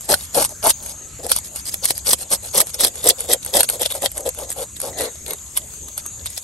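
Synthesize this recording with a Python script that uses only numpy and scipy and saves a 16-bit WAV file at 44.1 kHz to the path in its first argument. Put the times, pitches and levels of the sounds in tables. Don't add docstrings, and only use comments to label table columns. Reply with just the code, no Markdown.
import sys
import numpy as np
from scipy import signal
from scipy.fft import rfft, irfft
from scipy.io import wavfile
from scipy.ndimage import uniform_filter1d

SR = 44100
rng = np.random.default_rng(int(sys.argv[2]) if len(sys.argv) > 2 else 0)


def file_out(sig):
    cols = np.atleast_2d(sig).T
    lim = np.clip(cols, -1, 1)
    pcm = np.round(lim * 32767).astype(np.int16)
    wavfile.write(sys.argv[1], SR, pcm)


def magnitude_from_level(level_db):
    exponent = np.asarray(level_db, float) / 20
    return 10 ** exponent


N = 283563
TIME = np.arange(N) / SR


def evened(x):
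    return x / np.sqrt(np.mean(x ** 2) + 1e-20)


def read(points, hz):
    f, *columns = np.transpose(points)
    return [np.interp(np.log(hz + 1), np.log(f + 1), c) for c in columns]


def follow(points):
    return np.interp(TIME, *np.transpose(points))


def colour(x, points):
    gain_db = read(points, np.fft.rfftfreq(N, 1 / SR))[0]
    return irfft(rfft(x) * magnitude_from_level(gain_db), N)


def resonate(x, hz, width):
    turn = np.exp(2j * np.pi * np.cumsum(hz * np.ones(N)) / SR)
    decay = np.exp(-np.pi * width / SR)
    return 2 * (turn * signal.lfilter([1 - decay], [1, -decay], x / turn)).real


def slips(per_s, spread_db, last_s):
    size = magnitude_from_level(spread_db * np.minimum(rng.exponential(1, N), 4))
    size = size * (rng.random(N) < per_s / SR)
    puff = signal.filtfilt([1], [1, -np.exp(-1 / (last_s * SR))], size)
    return evened(puff * rng.standard_normal(N))


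def shape(times, levels_db, rise_s, fall_s):
    t = np.maximum.accumulate([times[0] - rise_s, *times, max(times) + fall_s])
    span = slice(max(round(t[0] * SR), 0), round(t[-1] * SR))
    levels_db = [levels_db[0] - 28.5, *levels_db, levels_db[-1] - 23]
    return span, magnitude_from_level(np.interp(TIME[span], t, levels_db))


def fade(start, end, ramp_s):
    return np.clip(np.minimum(TIME - start, end - TIME) / ramp_s, 0, 1)


def wash(points, patchy_db, level):
    a, b, patches = rng.standard_normal((N // 256 + 5, 513, 2, 3)).T
    patches = uniform_filter1d(patches[0], size=12, axis=0)
    patches = evened(uniform_filter1d(patches, size=14, axis=1))
    noise = signal.istft((a + 1j * b) * magnitude_from_level(patchy_db * patches), nperseg=1024, noverlap=768)[1][:, :N]
    return magnitude_from_level(follow(level)) * evened(colour(noise, points))


# (frequency [Hz], density [dB per Hz])
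RUMBLE_SPECTRUM = [(32, -46), (43, -8), (60, 2.5), (100, -2), (160, -10.5), (300, -20), (500, -67.5)]
# (time [s], level [dB])
RUMBLE_LEVEL = [(0.0, -53), (0.09, -44.5), (6.32, -44.5), (6.43, -52)]


def rumble():
    return wash(RUMBLE_SPECTRUM, 1.56, RUMBLE_LEVEL)


# (frequency [Hz], density [dB per Hz])
YARD_SPECTRUM = [(60, -1), (200, -2), (400, -5), (700, -6), (1300, -9.5), (2500, -10.5), (3600, -9.5),
                 (5400, -10), (7000, -13.5)]
# (time [s], level [dB])
YARD_LEVEL = [(0.0, -46.5), (0.61, -47.5), (3.04, -48.5), (6.43, -48.5)]


def yard():
    return magnitude_from_level(3.2) * wash(YARD_SPECTRUM, 3.2, YARD_LEVEL)


# (frequency [Hz], density [dB per Hz])
CHORUS_SPECTRUM = [(5700, -57), (6200, -4.5), (6800, 5.5), (7800, 0), (8600, -2), (9700, -11),
                   (11100, -2.5), (12400, -17.5), (13100, -6.5), (15600, -48), (16100, -66)]
# (time [s], level [dB])
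CHORUS_LEVEL = [(0.0, -41), (3.97, -40.5), (5.37, -40), (6.43, -40)]


def cicadas():
    return magnitude_from_level(2.5) * wash(CHORUS_SPECTRUM, 2.2, CHORUS_LEVEL)


# (time [s], pressed flat [0-1])
GRIP_COURSE = [(0, 0.08), (.4, 0), (.7, 0.23), (1.3, 0.23), (2.1, 0.03), (2.6, 0.4), (3.1, 0.72),
               (3.6, 0.66), (3.85, 0.9), (5, 0.4), (5.4, 1), (5.55, 1), (6.43, 0.45)]


def pressed():
    return np.clip(follow(GRIP_COURSE), 0, 1)


# (frequency [Hz], width [Hz], level held loosely [dB], level pressed flat [dB])
SCALER_MODES = [(1120, 1800, -20, -34.5), (2004, 120, -19, -3), (2680, 1320, -19.5, -11.5),
                (3557, 367, 2, 7), (3945, 1430, 2.5, 0.5), (5430, 2710, 1, -4)]


def scaler_ring(x):
    flat, ring = pressed(), np.zeros(N)
    for k, (hz, width, loose_db, flat_db) in enumerate(SCALER_MODES):
        gain = magnitude_from_level(loose_db + flat * (flat_db - loose_db))
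        ring += (-1) ** k * gain * resonate(x, hz, width)
    return ring


def patter():
    return magnitude_from_level(-46) * scaler_ring(slips(60, 4.0, 0.0004))


# (frequency [Hz], density [dB per Hz])
SCALE_HISS = [(4500, -15.5), (6000, -11.5), (8000, -3.5), (9500, 1), (11000, 3), (12200, -6.5),
              (13500, -23), (15600, -44), (16100, -56)]
# (time [s], hiss over rasp [dB])
TOOTH_BITE = [(0.1, 6.5), (.7, 7), (1.25, 2), (1.5, 6.5), (1.85, 4.5), (2.1, 7), (2.6, 5), (3.1, 2.5),
              (3.45, 3), (3.6, 4), (4.05, 6.5), (4.2, 9), (4.45, 2.5), (4.6, 8.5), (5, -1), (5.3, 14),
              (5.57, 5.5), (6.3, 1)]
# (start [s], end [s], rasp at the end [dB])
DIG_STROKES = [(.016, .056, -48), (.098, .143, -23.5), (.156, .203, -45.5), (.221, .253, -43),
               (.348, .388, -26.5), (.398, .43, -27.5), (.444, .459, -29.5), (.642, .675, -23.5),
               (.684, .71, -22), (.828, .92, -43.5), (1.294, 1.335, -27), (1.66, 1.69, -36),
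               (1.717, 1.74, -41), (1.838, 1.86, -27.5), (1.878, 1.915, -29.5), (2.066, 2.111, -24),
               (2.122, 2.136, -24), (2.188, 2.233, -39.5), (2.545, 2.587, -21.5), (2.599, 2.615, -21),
               (2.66, 2.704, -42), (2.83, 2.85, -23), (3.046, 3.081, -23), (3.087, 3.106, -16.5),
               (3.295, 3.339, -20), (3.457, 3.503, -39), (3.54, 3.574, -19.5), (3.588, 3.607, -19),
               (3.692, 3.727, -39), (3.803, 3.834, -27), (3.854, 3.862, -20), (4.023, 4.06, -28),
               (4.569, 4.64, -39), (4.815, 4.86, -36), (4.98, 5.02, -27.5), (5.273, 5.305, -53),
               (6.373, 6.379, -30.5)]
# (start [s], end [s], rasp near the start [dB])
SKIM_STROKES = [(.503, .526, -47), (1.232, 1.26, -38), (1.352, 1.385, -31.5), (1.438, 1.48, -44),
                (1.552, 1.612, -40.5), (1.953, 1.995, -42.5), (2.313, 2.352, -22.5), (2.432, 2.49, -39.5),
                (2.743, 2.754, -32), (2.797, 2.825, -23.5), (2.862, 2.88, -24.5), (2.944, 3.09, -43),
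                (3.186, 3.26, -38.5), (3.43, 3.431, -37), (3.636, 3.645, -25), (3.73, 3.765, -35.5),
                (3.902, 3.922, -31.5), (3.941, 3.98, -36), (4.152, 4.21, -46.5), (4.258, 4.28, -35),
                (4.372, 4.45, -41), (4.49, 4.53, -39), (4.767, 4.77, -35.5), (4.87, 4.905, -37.5),
                (5.03, 5.065, -29.5), (5.3, 5.3, -47), (5.568, 5.58, -27.5), (5.978, 6, -37),
                (6.066, 6, -52), (6.263, 6.274, -30.5), (6.3, 6.4, -47.5)]


def strokes():
    rasp, fizz, flat = np.zeros(N), np.zeros(N), pressed()
    contacts = []
    for start, end, db in DIG_STROKES:
        swell_db = 2 + 7 * flat[round(start * SR)]
        contacts.append((db, [start, end], [db - swell_db, db], 0.012))
    for start, end, db in SKIM_STROKES:
        crest = start + 0.29 * (end - start)
        contacts.append((db, [start, crest, end], [db - 4.5, db, db - 5.5], 0.016))
    for db, times, levels_db, fall_s in contacts:
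        span, gain = shape(times, levels_db, 0.022, fall_s)
        bite_db = np.interp(times[0], *np.transpose(TOOTH_BITE))
        rasp[span] += gain
        fizz[span] += gain * magnitude_from_level(bite_db + 0.1411 * (-25 - db))
    rasp *= magnitude_from_level(-7 * ((TIME > 4.9) & (TIME < 5.4)))
    teeth = slips(800, 2.13, 0.00076)
    hiss = colour(teeth + 2.34 * slips(2000, 0.32, 0.00026), SCALE_HISS)
    return magnitude_from_level(2.5) * rasp * evened(scaler_ring(teeth)) + magnitude_from_level(3.0) * fizz * evened(hiss)


# (time [s], scaler ring [dB], fizz [dB])
TOOTH_CATCHES = [(.1007, -9, -10.5), (.141, -1, -2), (.2094, -15.5, -26), (.628, -11, -25),
                 (.6953, -13, -2), (1.3168, 3.5, .5), (1.6801, -27, -41), (1.9066, -4, -5.5),
                 (5.5745, -8, -5), (2.1319, 3.5, 1), (2.604, 5, 2), (2.6151, -11, -7.5), (2.7903, -25, -27),
                 (2.836, 4, -10), (2.8474, 4.5, 0.5), (3.0416, -21.5, -11), (3.0722, -26, -5),
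                 (3.0993, 7.5, -17), (3.1047, 1, -20), (3.3335, -6, 1.5), (3.5693, -14, -2),
                 (3.589, -13, -20), (3.6064, 6.5, 1), (3.6318, -4, -4), (3.6895, -3.5, -6.5),
                 (3.7048, -8, -16), (3.7966, -17, -21), (3.8591, -2, -30), (3.922, -9, -14),
                 (4.0594, 4, -8.5)]
# (time [s], fizz [dB])
SCALE_CRACKS = [(.0896, -14.5), (.4252, -7), (.4426, -8.5), (.449, -6), (.663, -22), (0.7038, -2.5),
                (1.3634, -8.5), (1.3876, -15), (1.5604, -15.5), (1.7417, -11.5), (1.8551, -3.5),
                (1.8888, -18), (2.138, -10), (2.3356, -6.5), (2.5798, -1.5), (2.808, -5), (2.8415, -5.5),
                (3.0899, 7), (3.2062, -12.5), (3.315, -19), (3.4627, -14.5), (3.699, -7), (3.8178, -9.5),
                (4.0215, -13.5), (4.1792, -13), (4.2908, -10.5), (5.3074, -15), (5.3338, -14), (5.582, -19),
                (6.2588, -14), (.3456, -19), (.6379, -19), (.6848, -14), (1.3004, -18), (1.8447, -13.5),
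                (2.3047, -20), (2.3171, -14), (2.5531, -15), (2.7442, -17.5), (3.2894, -23), (3.5334, -24),
                (3.5548, -14), (4.517, -18.5), (4.9871, -20), (5.0085, -12.5), (5.9783, -12),
                (.0084, -22), (.357, -22), (0.492, -22), (0.8615, -20.5), (1.2662, -16.5), (1.657, -39),
                (1.694, -16.5), (1.979, -16), (2.514, -30), (2.67, -19), (2.882, -15), (2.956, -20.5),
                (3.1928, -22), (3.4487, -16.5), (4.1172, -22), (4.2069, -19), (4.348, -24), (4.388, -19),
                (4.5036, -15.5), (4.5264, -19), (4.8018, -14.5), (4.816, -15.5), (4.874, -25),
                (5.281, -19.5), (5.738, -24.5), (5.3228, -29), (4.1722, -18.5), (6.063, -16), (6.3031, -23),
                (6.38, -29)]
# (time [s], scaler ring [dB])
HEAD_TAPS = [(1.596, -22), (1.364, -12), (1.7287, -28), (1.7419, -11), (2.8197, -13), (5.3086, -11),
             (2.0698, -22), (2.229, -36), (2.751, -33), (3.949, -24), (4.765, -24), (4.9878, -11),
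             (5.156, -22.5), (5.263, -13.5), (5.386, -28), (5.4797, -49), (5.573, -11), (5.885, -18),
             (6.056, -26), (6.265, -17)]


def snaps():
    dull, bright, t = np.zeros(N), np.zeros(N), np.arange(-300, 500) / SR
    rows = [*TOOTH_CATCHES]
    rows += [(s, db - 57, db) for s, db in SCALE_CRACKS]
    rows += [(s, db, db - 9) for s, db in HEAD_TAPS]
    after = np.maximum(t, 0)
    form = np.exp(-after / 0.00066) + 0.13 * np.exp(-after / 0.0034)
    form *= np.minimum(after / 0.0006, 1)
    form += magnitude_from_level(-15.5) * np.exp(-abs(t) / 0.002)
    for (s, ring_db, fizz_db), noise in zip(rows, rng.standard_normal((len(rows), 800))):
        at = round(s * SR)
        crack = np.sign(noise) * form
        bright[at - 300:at + 500] += magnitude_from_level(fizz_db) * crack
        dull[at - 300:at + 500] += magnitude_from_level(ring_db) * crack
    thud = magnitude_from_level(-4) * (1 - pressed()) * resonate(dull, 1030, 600)
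    return magnitude_from_level(11.5) * colour(bright, SCALE_HISS) + magnitude_from_level(4.0) * scaler_ring(dull) + thud


# (time [s], frequency [Hz])
FISH_PITCH = [(0.1, 616), (.38, 570), (.66, 670), (1.22, 503), (1.38, 637), (2.08, 528), (2.33, 590),
              (2.8, 524), (3.07, 504), (3.6, 574), (3.8, 540), (3.9, 592), (4.27, 538), (4.85, 558),
              (5.3, 466.5), (5.6, 643)]
# (factor on pitch [ratio], width [Hz], level [dB])
BODY_MODES = [(0.95, 155, 12), (1.226, 166, -2.5), (1.34, 65, -20), (0.66, 240, -9), (0.41, 120, -34.5)]
# (frequency [Hz], width [Hz], level [dB])
CUP_MODES = [(1900, 303, 1.5), (3900, 750, -1)]
# (start [s], hardest [s], end [s], drumming [dB])
FISH_ROCKS = [(0.094, 0.117, 0.14, -15), (0.354, 0.381, 0.42, -16), (0.496, 0.525, 0.51, -40.5),
              (0.64, 0.669, 0.69, -13), (0.802, 0.863, 0.95, -44.5), (1.192, 1.203, 1.22, -39),
              (1.234, 1.259, 1.275, -30), (1.297, 1.325, 1.32, -30.5), (1.352, 1.37, 1.38, -42.5),
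              (1.527, 1.562, 1.56, -44.5), (1.74, 1.74, 1.762, -44), (1.826, 1.839, 1.855, -31),
              (1.897, 1.903, 1.94, -41), (2.063, 2.102, 2.08, -28.5), (2.127, 2.144, 2.11, -29),
              (2.193, 2.214, 2.263, -44), (2.312, 2.327, 2.35, -23), (2.433, 2.456, 2.48, -37),
              (2.545, 2.551, 2.605, -22), (2.595, 2.617, 2.64, -31.5), (2.74, 2.761, 2.771, -39),
              (2.793, 2.807, 2.85, -28), (2.831, 2.844, 2.88, -25.5), (2.943, 2.96, 3.02, -39.5),
              (3.048, 3.062, 3.114, -19), (3.181, 3.225, 3.2, -36.5), (3.238, 3.249, 3.265, -32.5),
              (3.289, 3.299, 3.35, -21), (3.454, 3.491, 3.513, -36.5), (3.539, 3.551, 3.6, -15.5),
              (3.59, 3.599, 3.61, -22.5), (3.636, 3.636, 3.646, -29), (3.69, 3.709, 3.723, -31),
              (3.73, 3.738, 3.775, -30), (3.802, 3.821, 3.835, -22), (3.856, 3.863, 3.85, -22.5),
              (3.907, 3.91, 3.92, -29), (3.947, 3.949, 3.988, -27), (4.022, 4.038, 4.064, -20),
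              (4.158, 4.175, 4.24, -30.5), (4.257, 4.278, 4.29, -22), (4.376, 4.414, 4.45, -29),
              (4.462, 4.477, 4.47, -40), (4.483, 4.506, 4.47, -39), (4.565, 4.622, 4.64, -28.5),
              (4.829, 4.851, 4.93, -28), (4.973, 5.012, 5.084, -25), (5.271, 5.317, 5.34, -29),
              (5.557, 5.57, 5.65, -43.5), (5.971, 5.985, 5.97, -40)]


def drumming():
    push, pitch = np.zeros(N), follow(FISH_PITCH)
    for start, crest, end, db in FISH_ROCKS:
        slow_s = 0.26 * (end - start)
        levels_db = [db - 6.5, db, db - 8.5]
        span, gain = shape([start, crest, end], levels_db, 0.0058 + slow_s, 0.012 + slow_s)
        push[span] += gain
    drive = push * slips(5000, 0.5, 0.0014)
    loose_db = 30 * (1 - pressed())
    body = np.zeros(N)
    for factor, width, db in BODY_MODES:
        hz = factor * pitch
        mode = resonate(resonate(drive, hz, width), hz, 1.92 * width)
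        body += magnitude_from_level(db + loose_db * abs(np.log(factor))) * mode
    tilted = (TIME > 4.93) & (TIME < 5.45)
    for hz, width, db in CUP_MODES:
        body += tilted * magnitude_from_level(db) * resonate(resonate(drive, hz, width), hz, width)
    return body * magnitude_from_level(-0.5) * np.sqrt(np.mean(push ** 2) / np.mean(body ** 2))


# (time [s], peak level [dB], pitch [Hz])
TOOTH_PINGS = [(.2089, -26, 3800), (1.59, -25, 5000), (1.597, -26, 5000), (1.6561, -24, 4800),
               (1.6775, -21, 4940), (1.683, -23, 5000), (1.6924, -19, 5000), (1.727, -23, 5150),
               (1.7416, -21, 5200), (1.8871, -20, 4500), (1.9563, -23, 5000), (1.9714, -22, 4800),
               (1.9794, -27, 5170), (2.4448, -28, 4130), (2.5134, -30, 5000), (2.7435, -11.5, 5450),
               (3.2001, -26, 3760), (3.4301, -24.5, 3970), (3.5694, -6, 5100), (3.6326, -17, 5800),
               (4.7662, -27.5, 3850), (4.9871, -27, 3800)]
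# (time [s], peak level [dB], pitch [Hz])
HEAD_KNOCKS = [(0.14, -4, 1580), (0.449, -22, 950), (0.703, -14, 950), (1.316, -19, 961), (1.389, -31, 864),
               (1.741, -33, 519), (1.907, -22, 759), (2.133, -8, 1060), (2.584, -16, 820),
               (2.602, -11, 1160), (3.606, -8.5, 830), (5.155, -36, 647), (5.573, -35, 1878),
               (5.884, -30.5, 1173), (5.98, -41, 598), (6.057, -26.5, 1260), (6.264, -32, 651),
               (6.377, -30.5, 615)]


def pings():
    out, t = np.zeros(N), np.arange(-200, 600) / SR
    rows = [(s, db - 1, hz, 6.4) for s, db, hz in TOOTH_PINGS]
    rows += [(s, db - 2, hz, 1.8) for s, db, hz in HEAD_KNOCKS]
    for (s, db, hz, cycles), (phase, sag) in zip(rows, rng.random((len(rows), 2))):
        u = t * hz / cycles
        swell = np.exp(-np.where(u < 0, -4 * u, u))
        turns = hz * t * (1 - 0.029 * sag * u) + phase
        at = round(s * SR)
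        out[at - 200:at + 600] += magnitude_from_level(db) * swell * np.sin(2 * np.pi * turns)
    return out


# (start [s], end [s], level [dB])
CRICKET_TRILLS = [
    (0.48, 1.077, -40),
    (1.6, 2.1, -43),
    (2.452, 2.85, -42),
    (3.363, 3.797, -41.5),
    (4.218, 4.506, -41.5),
    (4.913, 5.346, -40.5),
    (5.72, 6.118, -38),
]


def cricket():
    stroke_hz = 150 * (1 + 2.1 * uniform_filter1d(rng.standard_normal(N), size=800))
    turns = np.cumsum(stroke_hz) / SR
    air, on, hz = rng.standard_normal(N), np.zeros(N), np.full(N, 6420.)
    for start, end, db in CRICKET_TRILLS:
        on += magnitude_from_level(db) * fade(start, end, 0.0038)
        hz += 90 * np.clip((TIME - start) / (end - start), 0, 1) * (TIME < end)
    tone = evened(resonate(resonate(air, hz, 30), hz, 150))
    beats = np.exp(-(turns % 1) / 0.5)
    buzz = resonate(beats * evened(resonate(air, 6280, 300)), 6280, 400)
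    return on * evened(tone + 1.1 * buzz)


# (start [s], end [s], from [Hz], to [Hz], level [dB])
BIRD_CALLS = [
    (.92, 1.19, 1240, 1320, -56),
    (5.6, 5.84, 430, 390, -56),
    (6.02, 6.11, 1260, 1240, -55),
    (6.17, 6.25, 1700, 1730, -59),
]


def bird():
    air, out = rng.standard_normal(N), np.zeros(N)
    for start, end, from_hz, to_hz, db in BIRD_CALLS:
        glide = np.interp(TIME, [start, end], [from_hz, to_hz])
        out += magnitude_from_level(db) * fade(start, end, 0.0036) * evened(resonate(air, glide, 55))
    return out


def scattered(x, last_s):
    tails = rng.standard_normal((3, 3000)) * np.exp(-np.arange(3000) / SR / last_s)
    turns = np.sqrt(2 / 3) * np.cos(2 * np.pi * (4.3 * TIME + np.arange(3)[:, None] / 3))
    return signal.oaconvolve(turns * x, tails / np.linalg.norm(tails[0]), axes=1)[:, :N].sum(0)


# (frequency [Hz], likeness near [0-1], likeness far [0-1], left leads by [rad], left minus right [dB])
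MIC_PORTS = [(60, .95, .97, 0, 1.5), (600, .97, .75, .15, 3.5), (2400, .55, .3, .45, 3.6),
             (3500, .7, .45, 1.2, 3.6), (4500, .2, .25, .5, 5), (5900, .7, .65, 0, 3.5),
             (6900, .4, .4, .3, 2.5), (8600, .9, .97, 0, .5), (9900, .9, .99, -3.0, 0),
             (10400, .93, .995, -3.3, 0), (11700, .9, .9, -6.2, 0), (12700, .75, .99, -6.6, 0),
             (13700, .6, .99, -9.4, 0), (14800, .7, .99, -12.5, 0), (16000, .85, .99, -12.7, 0)]


def ports(x, other, near):
    same_near, same_far, lead, tilt_db = read(MIC_PORTS, np.fft.rfftfreq(N, 1 / SR))
    same = np.clip(same_near if near else same_far, 0, 1)
    right = same * np.exp(-1j * lead) * rfft(x) + np.sqrt(1 - same ** 2) * rfft(other)
    return irfft(np.array([rfft(x) * magnitude_from_level(tilt_db / 2), right / magnitude_from_level(tilt_db / 2)]), N)


# (from [Hz], to [Hz], share of time in the sum [0-1], share of time in the difference [0-1])
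FAINT_BANDS = [(1500, 6000, 0, .22), (8000, 8900, 0, .5), (8900, 9600, .15, 0), (9600, 10450, .6, 0),
               (11700, 12500, .05, .55), (12500, 13200, .78, .8), (13200, 14500, .9, .6),
               (14500, 15800, .71, .9), (15800, 22050, .96, .97)]


def thrift(x):
    hz, _, z = signal.stft([x[0] + x[1], x[0] - x[1]], SR, nperseg=1024)
    level_db = 10 * np.log10(abs(z) ** 2 + 1e-20)
    budget_db = 8 * uniform_filter1d(rng.standard_normal(z.shape[2]), size=6)
    for low, high, *shares in FAINT_BANDS:
        inside = np.where((hz >= low) & (hz < high))[0]
        for band in np.array_split(inside, 1 + (high - low) // 500):
            merit = 0.5 * level_db[:, band].mean(1) + np.roll(budget_db, band[0] // 40)
            kept = np.array([m >= np.quantile(m, share) for m, share in zip(merit, shares)])
            z[:, band] *= kept[:, None]
    both, apart = signal.istft(z, SR, nperseg=1024)[1][:, :N]
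    return np.array([both + apart, both - apart]) / 2


def scene():
    far = rumble() + yard() + cicadas()
    work = patter() + strokes() + snaps() + drumming() + pings()
    work += magnitude_from_level(-15.5) * scattered(work, 0.0071)
    callers = cricket() + bird()
    far += [callers, scattered(callers, 0.048)]
    return ports(work, scattered(work, 0.0068), True) + ports(*far, False)


def top_cut(x):
    return signal.sosfilt(signal.butter(12, 15900, fs=SR, output="sos"), x)


def record(dry):
    mix = thrift(np.clip(dry, -1, 1))
    return top_cut(mix)


dry = scene()
out = record(dry)
file_out(out)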